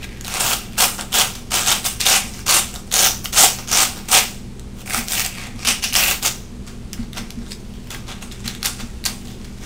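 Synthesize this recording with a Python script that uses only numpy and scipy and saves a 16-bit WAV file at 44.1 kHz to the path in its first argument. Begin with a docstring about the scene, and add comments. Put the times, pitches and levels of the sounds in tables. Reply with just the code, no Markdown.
"""Hook-and-loop straps torn by hand, close

Two hands close to the microphone tear straps apart again and again, then fumble with them.
Each hook that lets go is a tiny click ringing in the stiff tape; fast pulls blur thousands into a rip.
Single hooks snap out as dry spikes with a short ring and a puff of fibre noise.
A small room answers, a machine hums and rumbles over room tone, the hands knock the table now and then."""
import sys
import numpy as np
from scipy import signal
from scipy.fft import rfft, irfft
from scipy.io import wavfile
from scipy.ndimage import uniform_filter1d

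SR = 44100
rng = np.random.default_rng(int(sys.argv[2]) if len(sys.argv) > 2 else 0)


def pcm_store(signal):
    """Save signal as 16-bit PCM."""
    levels = np.round(np.clip(np.atleast_2d(signal), -1, 1) * 32767)
    wavfile.write(sys.argv[1], SR, levels.astype(np.int16).T)


N = 425565

# low tones of the machine: pitch_hz, level_db (rms), waver_db
HUM_TONES = [(18.8, -38.5, -0.5), (58.8, -43, 3), (120.5, -44.5, 3), (197.2, -43.5, 0), (239.8, -46, 3)]
# spectrum of the room tone: pitch_hz, density_db (per Hz, relative)
ROOM_TONE = [(18, -24), (30, -0.5), (157, -8), (210, -5), (252, -12), (287, -15), (345, -12), (460, -17),
             (560, -23.5), (1630, -31.5), (2980, -32), (8520, -37), (14400, -51), (16000, -50)]
# knocks of the hands on the table: start_s, strength_db
TABLE_KNOCKS = [(2.237, -28), (4.977, -20.5), (5.545, -23), (5.677, -23.5), (6.988, -16), (7.189, -23),
                (7.369, -19.5), (8.451, -23.5), (8.827, -23)]
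# resonances of the table: pitch_hz, level_db, t60_s
TABLE_MODES = [(34.6, -4, 0.38), (110, -5.5, 0.17), (234.2, 1, 0.2)]
# single hooks or rows of hooks heard on their own: start_s, level_db (peak of the ring), pitch_hz
HOOK_SNAPS = [(0.2105, -15.5, 6760), (0.247, -15, 4860), (0.254, -18, 4500), (0.264, -18, 3900),
              (0.2705, -17, 4000), (0.2805, -19, 3900), (0.3, -18, 3500), (0.324, -16, 3800),
              (0.34, -6, 5940), (0.485, -14, 2950), (0.769, -24, 2190), (0.7746, -25, 5660),
              (0.7825, -17, 6580), (0.9943, -17, 2850), (1.0106, -9, 8100), (1.1287, -10, 3490),
              (1.1358, -13, 3260), (1.5213, -11, 2560), (1.6626, -5, 3730), (1.8436, -13, 3750),
              (1.856, -11, 3600), (2.006, -2, 7450), (2.0126, -1.5, 4230), (2.0656, 2, 3700),
              (2.392, -22, 1500), (2.47, -12, 6540), (2.4813, -2, 6300), (2.7596, -17, 3760),
              (2.9157, -11.5, 4440), (2.9234, -12, 6200), (2.94, 0, 6600), (3.2571, -8, 3350),
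              (3.3294, -11, 4430), (3.336, -18, 3200), (3.3392, -9, 6300), (3.3584, -16, 6500),
              (3.676, -19, 3760), (3.6982, -15, 3760), (3.7167, -3, 6810), (4.0874, -11, 6090),
              (4.117, 2, 5900), (4.5956, -20.5, 7160), (4.86, -27, 2270), (4.877, -17.5, 2240),
              (4.9076, -12, 2100), (4.934, -19, 5170), (5.0839, -7, 5600), (5.1205, -6, 4670),
              (5.1339, -1, 8400), (5.1526, -9, 3450), (5.1766, -8, 3000), (5.196, -4, 5950),
              (5.2043, -2, 6000), (5.2493, -3, 8140), (5.2567, -12, 2760), (5.262, 0, 8200),
              (5.6497, -10, 3030), (5.672, 0, 5740), (5.8334, -10, 6100), (5.8395, -2.5, 5540),
              (5.9263, -12, 2930), (5.933, -6, 5640), (5.9414, -5, 5670), (5.953, 5, 2830),
              (6.2387, -12, 6540), (6.9316, -10, 6600), (6.9384, -20, 2840), (7.1318, -19, 3460),
              (7.1726, -18, 3000), (7.3053, -15, 5450), (7.5139, -28, 4000), (7.9052, -15, 6310),
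              (7.9072, -20, 3530), (7.947, -17.5, 1910), (8.08, -25, 4160), (8.0918, -28, 3480),
              (8.227, -21, 2900), (8.3209, -19.5, 4600), (8.4614, -19, 1900), (8.4776, -9, 6300),
              (8.4796, -8, 4300), (8.55, -17, 3790), (8.6296, -2.5, 4960), (8.646, -13, 5300),
              (8.6494, -7, 4470), (8.656, -6, 4740), (8.6592, 0.5, 6300), (8.6624, -12, 3700),
              (8.6685, -6, 4230), (9.0405, -15, 3900), (9.0536, -3, 7350), (9.0576, -8, 4480),
              (9.0611, -4.5, 6600), (9.0633, -3, 4750), (9.0705, -14, 5170), (9.4454, -28, 4560)]
# resonance of the stiff tape: pitch_hz, density_db (per Hz, relative)
TAPE_SPECTRUM = [(1600, -11.5), (2200, 3), (3000, 1.5), (4200, 1.5), (6000, 5), (8600, 7), (10800, -9.5),
                 (13500, 1), (16000, 1.5)]
# duller resonance of the taut strap: pitch_hz, density_db (per Hz, relative)
STRAP_SPECTRUM = [(450, -0.5), (600, -4.5), (780, 6), (1000, 0), (1300, 4.5), (1600, 6.5)]
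# pulls or rubs of the straps: start_s, rise_s, hold_s, level_db (after the rise), swell_db (over the hold),
# boom_db (strap relative to rip), fold_hz (pitch at the start), brightness_db_per_octave (at the start)
STRAP_PULLS = [(0.0, 0.049, 0.0066, -29.5, -15, -10, 2000, -10),
               (0.24, 0.0046, 0.14, -37, 14, -4.5, 2800, -2.5),
               (0.391, 0.0077, 0.14, -20.5, 1.5, -6.5, 3330, 0.4),
               (0.772, 0.014, 0.055, -16.5, 4.5, -7, 2980, 3),
               (0.981, 0.0076, 0.037, -30, -6, 1, 3450, -0.5), (1.119, 0.027, 0.077, -16, 2, -7, 3300, 2.5),
               (1.503, 0.038, 0.094, -16, -9.5, -6, 3020, 0.5),
               (1.62, 0.059, 0.05, -16.5, 3, -7.5, 3240, 1),
               (1.836, 0.029, .005, -14, -3.5, -11.5, 3050, 2.5),
               (1.995, 0.008, 0.038, -23, 0.5, -12, 3070, -1),
               (2.046, 0.018, 0.11, -14.5, -1, -8.5, 3000, 1.2), (2.46, 0.034, 0.099, -13, -3, -8, 3320, 1),
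               (2.725, 0.027, 0.013, -36.5, 0.5, -1.5, 3000, 4), (2.912, 0.029, 0.13, -17, 4, -9, 3310, 2),
               (3.238, 0.013, 0.004, -23, -7, -9.5, 3040, 5.5),
               (3.325, 0.053, 0.068, -11, 2.5, -9.5, 3230, 0.5), (3.58, .01, 0.0061, -37, 3.5, 5, 3000, 0),
               (3.674, 0.064, 0.095, -16.5, 2.5, -7.5, 3280, 0.5),
               (3.94, 0.031, 0.025, -38.5, 0, -2, 3020, -3), (4.081, 0.0035, 0.029, -28, 1.5, -6, 2930, 0),
               (4.11, 0.017, 0.06, -11, -0.4, -8, 2950, -0.5), (4.738, 0.08, 0.011, -39, -8, -7, 3070, 2),
               (4.856, 0.097, 0.042, -20, -2.5, -7, 2340, 2), (5.07, 0.03, 0.12, -25.5, 4, -11, 2880, 0.5),
               (5.24, 0.012, 0.0043, -27, 2, -9.5, 2760, -1.5), (5.32, 0.065, 0.091, -34, -1, -7, 2420, -6),
               (5.557, 0.079, .01, -32.5, -4, -6.5, 2600, -2.5),
               (5.648, 0.003, 0.014, -19.5, -3, -12, 2900, -3.5),
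               (5.67, 0.0044, 0.038, -13.5, -2.5, -13, 3000, -1),
               (5.818, 0.025, 0.0066, -18, 0.5, -15, 3020, -2.5),
               (5.926, 0.034, 0.17, -15.5, -4, -10, 2840, -1),
               (6.218, 0.035, 0.028, -14.5, -5.5, -10, 3300, -1.5),
               (6.665, 0.013, 0.0038, -33.5, -3.5, -2.5, 2540, -6),
               (7.134, 0.039, .012, -29, 0, -3, 2950, -6.5),
               (7.479, 0.054, 0.0051, -31.5, -14, -12, 2610, -3.5),
               (7.899, 0.0059, 0.048, -35.5, 0.5, -3.5, 2820, -5),
               (8.068, 0.018, 0.042, -33, -2.5, -3, 3700, -8),
               (8.214, 0.008, 0.012, -36, -0.5, -4, 3000, -1),
               (8.311, 0.014, 0.016, -34.5, -16, -10, 3600, -4.5),
               (8.44, 0.005, 0.068, -34.5, 0, -9, 2270, -6),
               (8.629, 0.017, 0.014, -24.5, 5, -7.5, 2620, -1.5),
               (8.779, 0.029, 0.0074, -29.5, -5.5, -5, 2400, -5),
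               (9.049, 0.0085, 0.0047, -24, 2.5, -7.5, 2500, -2.5),
               (9.225, 0.03, 0.05, -46.5, 5.5, -7, 2520, -3.5),
               (9.445, 0.0068, 0.025, -45, -10, -7, 2600, -7),
               (9.589, 0.04, .02, -40.5, -1, -4.5, 2680, -6)]
# faint rustle of the straps in the hands between pulls: time_s, level_db
HAND_RUSTLE = [(0, -48), (0.7, -47), (1.35, -41.5), (1.5, -59), (2.4, -42.5), (2.9, -53), (4.1, -48),
               (4.5, -83), (5.0, -47), (5.6, -47.5), (6.5, -70), (6.9, -63), (7.0, -49), (7.1, -65),
               (7.45, -48), (7.8, -53), (8.18, -48), (8.58, -45.5), (9.0, -53), (9.65, -50.5)]
# changes of colour, some slow, some sudden from one pull to the next: time_s,
# first_lift_db (first resonance of the fold between the straps), upper_lift_db (its higher resonances),
# top_db (top octave)
RIP_COLOUR = [(0, 7, 7, 6), (0.6, 9, 0.5, 0), (2.0, 9, 2, -4.5), (3.0, 6.5, 12, -2), (4.3, 4.5, 3, 1.5),
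              (4.85, 13, 6, -4), (5.03, 19.5, -11, 3), (5.1, 8, -2, 3), (5.45, 8.5, 5, -4),
              (5.6, 7.5, 4, -16), (5.97, 12, 19.5, 6.5), (6.1, 3.5, -14, 6), (6.3, -2, 8.5, -2),
              (7.9, -3, 3, 1), (8.1, 9, -10, -5), (8.3, 3, 6, -12), (9.65, -11, -4, 1)]

AIR_DB = -36.5   # room tone, rms
KNOCK_SWELL_S = 0.021   # a soft blow takes a few cycles to set the table going
ROOM_T60_S, ROOM_DB, ECHO_CUT_HZ = 0.19, -6.5, 21400   # the cut lies above audible treble
CUTOFF_HZ = 16250   # nearly nothing is left above

SNAP_CYCLES, SPIKE_DB = 8, -4   # cycles of ring to -60 dB; bare broadband spike ahead of it
SNAP_TICKS_DB, SNAP_S, PUFF_DB, PUFF_S = -16.5, 0.0066, -9, 0.0093   # later ticks, fibre noise; t60 of each

HOOKS_PER_S, SIZE_SPREAD_DB = 11000, 3.5   # single hooks letting go; unevenness, scaled by the tearing
DRY_DB, DRY_LOW_HZ, DRY_HIGH_HZ = -11, 1850, 9150   # bare tick of each hook, before the tape rings
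TEAR_DB, TEAR_RANGE_DB = -22.5, 5   # below this level the straps only rub, with a smoother grain
# stick-slip jerks while the pull builds: rate, decay, height before chance, rip level where they blur
SLIPS_PER_S, SLIP_S, SLIP_DB, BLUR_DB = 280, 0.00077, 2.5, -20
TOP_HZ = 10500   # the top octave starts here

START_DB = -19.5   # a pull sets in this far below its level
DROP_DB, DROP_S = 4.5, 0.0046   # the hooks stop letting go at once
FALL_DB_PER_S, FALL_DB, SETTLE_DB_PER_S = 187, 15.5, 130   # then a quick fall, then loose fibres settle
# as the straps part, the fold widens: its pitch sags, boom and brightness fade, most of it within PART_S
PART_S, SAG_HZ, BOOM_FADE_DB, DULLING_DB = 0.18, 400, 1, 3


def from_db(db):
    """Decibels to gain."""
    return 10 ** (np.asarray(db) / 20)


def rms_one(x):
    """Scale to rms 1."""
    return x / np.sqrt(np.mean(x ** 2) + 1e-20)


def at_hz(points, hz):
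    """Read a spectrum table on a log frequency axis."""
    table = np.array(points)
    return np.interp(np.log(hz), np.log(table[:, 0]), table[:, 1])


def in_time(rows):
    """Columns of a table as curves, sample by sample."""
    s, *columns = np.transpose(rows)
    s = np.maximum.accumulate(s)
    return [np.interp(np.arange(N) / SR, s, c) for c in columns]


def drift(rate):
    """Slow chance of rms 1: noise smoothed twice, at a twentieth of the sample rate."""
    r = np.exp(-40 * np.pi * rate / SR)
    noise = rng.standard_normal(N // 20 + 3002)
    slow = signal.lfilter([1], [1, -2 * r, r * r], noise)[3000:]   # drop the run-in
    return np.interp(np.arange(N) / 20, np.arange(len(slow)), rms_one(slow))


def ring(clicks, hz, t60):
    """A damped resonance: a unit click sets a sine of height 1 ringing."""
    r = from_db(-60 / (t60 * SR))
    w = 2 * np.pi * hz / SR
    return signal.lfilter([0, np.sin(w)], [1, -2 * r * np.cos(w), r * r], clicks + 1e-18)


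def coloured(x, spectrum):
    """Give a flat signal a spectrum."""
    hz = np.maximum(np.arange(N // 2 + 1) * SR / N, 1)
    return irfft(rfft(x) * from_db(at_hz(spectrum, hz)), N)


def room_tone():
    """Steady noise of the place, shaped by its spectrum."""
    return from_db(AIR_DB) * rms_one(coloured(rng.standard_normal(N), ROOM_TONE))


def hum():
    """Low tones of a machine, each wavering in level and a little in phase."""
    out, t = 0, np.arange(N) / SR
    for hz, db, waver_db in HUM_TONES:
        tone = np.sqrt(2) * np.sin(2 * np.pi * hz * t + 0.41 * drift(1.8))
        out = out + from_db(db + waver_db * drift(7.9)) * tone
    return out


def knocks():
    """Soft blows of the hands swell into the resonances of the table."""
    blows = np.zeros(N)
    blows[[round(s * SR) for s, db in TABLE_KNOCKS]] = from_db(np.array(TABLE_KNOCKS)[:, 1])
    soft = np.convolve(blows, np.hanning(120) / 60)[:N]
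    build = 2 * np.log(1000) / (KNOCK_SWELL_S * SR)
    out = 0
    for hz, db, t60 in TABLE_MODES:
        swell = ring(soft, hz, KNOCK_SWELL_S)
        out = out + from_db(db) * build * ring(swell, hz, t60)
    return out


def room(x):
    """Diffuse echoes of a small room that die away, nearly as bright as the straps themselves."""
    t = np.arange(SR // 2) / SR
    tail = rng.standard_normal(len(t)) * from_db(-60 * t / ROOM_T60_S) * (1 - np.exp(-t / 0.003))
    tail = signal.sosfilt(signal.butter(1, ECHO_CUT_HZ, fs=SR, output="sos"), tail)
    return from_db(ROOM_DB) * signal.fftconvolve(x, tail / np.sqrt(np.sum(tail ** 2)))[:N]


def snaps():
    """A hook goes with a dry spike; it and weaker later ticks ring at its pitch over a puff of fibre noise."""
    length = 768
    out, t = np.zeros(N + length), np.arange(length) / SR
    noises = rng.standard_normal((len(HOOK_SNAPS), 2, length))
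    for (s, peak_db, hz), (chance, fibre) in zip(HOOK_SNAPS, noises):
        later = from_db(SNAP_TICKS_DB - 60 * t / SNAP_S) * chance * np.abs(chance)
        ticks = np.sign(chance[0]) * (t == 0) + later
        tone = ring(ticks, hz, SNAP_CYCLES / hz)
        spike = from_db(SPIKE_DB) * np.diff(ticks, prepend=0)
        puff = fibre * from_db(PUFF_DB - 60 * t / PUFF_S)
        i = round(s * SR)
        out[i:i + length] += from_db(peak_db) * (tone / np.max(np.abs(tone)) + spike + puff)
    return signal.sosfilt(signal.butter(2, [1500, 13000], "band", fs=SR, output="sos"), out[:N] + 1e-18)


def pulls():
    """Pulls rise, hold, fall and settle; louder ones weigh more in boom dB, fold Hz and brightness."""
    t = np.arange(0, N + 44, 44) / SR
    columns = np.transpose(STRAP_PULLS)[:, :, None]
    start, rise, hold, level_db, swell_db, boom_db, fold_hz, bright_db = columns
    rise, hold = np.maximum(rise, 1e-3), np.maximum(hold, 1e-3)
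    age = t - start
    after = np.maximum(age - rise - hold, 0)

    rise_db = START_DB * np.clip(1 - age / rise, 0, 1)
    hold_db = swell_db * np.clip((age - rise) / hold, 0, 1)
    settle_db = -FALL_DB - SETTLE_DB_PER_S * (after - FALL_DB / FALL_DB_PER_S)
    fall_db = np.maximum(-FALL_DB_PER_S * after, settle_db)
    drop_db = DROP_DB * (1 - np.exp(-after / DROP_S))
    shape_db = rise_db + hold_db + fall_db - drop_db
    power = from_db(level_db + shape_db) ** 2 * (age >= 0) + 1e-12

    parted = 1 - np.exp(-np.maximum(age, 0) / PART_S)
    colours = boom_db - BOOM_FADE_DB * parted, fold_hz - SAG_HZ * parted, bright_db - DULLING_DB * parted
    mixed = [np.average(c, axis=0, weights=power) for c in colours]

    wander_db = 3 * np.interp(t, np.arange(N) / SR, drift(7.0))   # the rustle comes and goes
    rustle = from_db(np.interp(t, *np.transpose(HAND_RUSTLE)) + wander_db) ** 2
    rip_db = 10 * np.log10(power.sum(axis=0) + rustle)
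    return in_time(np.transpose([t, rip_db] + mixed))


def releases(rip_db, spread_db, clump_db, clump_rate):
    """Hooks let go at random: uneven while tearing, in jerks as the pull builds, evenly as it fades; rms near 1."""
    tearing = 1 / (1.5 + np.exp((TEAR_DB - rip_db) / TEAR_RANGE_DB))
    rise_db_s = uniform_filter1d(np.gradient(rip_db) * SR, size=400)
    building = 1 / (0.5 + np.exp(np.clip(-(rise_db_s + 30) / 40, -20, 20)))
    building = building / (1 + from_db(rip_db - BLUR_DB))   # fast pulls run the jerks together

    slips = np.minimum(rng.exponential(1, N), 2) * (rng.random(N) < SLIPS_PER_S / SR)
    decaying = signal.lfilter([1], [1, -np.exp(-1 / (SLIP_S * SR))], slips)
    jerks = 1 + building * from_db(SLIP_DB) * decaying

    sizes = from_db(spread_db * tearing * np.minimum(rng.exponential(1, N), 5)) * rng.choice([-1, 1], N)
    clumps = from_db(clump_db * tearing * drift(clump_rate))
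    clicks = sizes * jerks * clumps * (rng.random(N) < HOOKS_PER_S / SR)
    return clicks / np.sqrt(uniform_filter1d(clicks ** 2, size=2500) + 1e-9)


def ringing(clicks, spectrum, low_hz, high_hz, cycles, count, colour_db):
    """Each click rings a few cycles at one of many pitches; each pitch swells and fades as the tape bends."""
    out, power, dealt = 0, 0, rng.integers(0, count, N)
    for k, hz in enumerate(np.geomspace(low_hz, high_hz, count)):
        voice = rms_one(ring(clicks * (dealt == k), hz, cycles / hz))
        # the root of hz makes up for the wider spacing of high pitches
        gain = np.sqrt(hz) * from_db(at_hz(spectrum, hz) + colour_db(hz) + 3.2 * drift(3.1))
        out, power = out + voice * gain, power + gain ** 2
    return out / np.sqrt(power)


def rip():
    """The crackle of the tape and the duller boom of the strap, from the same releases."""
    rip_db, boom_db, fold_hz, bright_db = pulls()
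    lift_db, upper_db, top_db = in_time(RIP_COLOUR)
    clicks = releases(rip_db, spread_db=SIZE_SPREAD_DB, clump_db=2.5, clump_rate=190.0)

    def colour_db(hz):
        """Peaks at multiples of the fold pitch, fading above the second, on a slope."""
        fading = np.exp(np.minimum(2 * fold_hz - hz, 0) / 4000)
        peaks = np.cos(np.pi * hz / fold_hz) ** 8 * fading
        fold_db = np.where(hz < 1.5 * fold_hz, lift_db, upper_db) * peaks
        return fold_db + top_db * (hz > TOP_HZ) + bright_db * np.log2(hz / 4000)

    crackle = ringing(clicks, TAPE_SPECTRUM, 1690, 17500, cycles=16.2, count=27, colour_db=colour_db)
    boom = ringing(clicks, STRAP_SPECTRUM, 499, 1507, cycles=12.6, count=11, colour_db=np.zeros_like)
    crackle = signal.sosfilt(signal.butter(3, 1500, "high", fs=SR, output="sos"), crackle)
    dry_band = signal.butter(1, [DRY_LOW_HZ, DRY_HIGH_HZ], "band", fs=SR, output="sos")
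    ticks = rms_one(signal.sosfilt(dry_band, clicks))
    both = from_db(rip_db) * (crackle + from_db(DRY_DB) * ticks + from_db(boom_db) * boom)
    # the rip carries no bass below about 300 Hz
    return signal.sosfilt(signal.butter(3, 300, "high", fs=SR, output="sos"), both)


def scene():
    """Straps with their room, over knocks, hum and room tone."""
    straps = rip() + snaps()
    return (straps + room(straps) + knocks() + hum() + room_tone())[None]


def record(dry):
    """The loudest peaks clip, then a steep low-pass cuts the top."""
    clipped = np.clip(dry, -.72, .72)
    return signal.sosfilt(signal.cheby2(18, 70, CUTOFF_HZ, fs=SR, output="sos"), clipped)


dry = scene()
out = record(dry)
pcm_store(out)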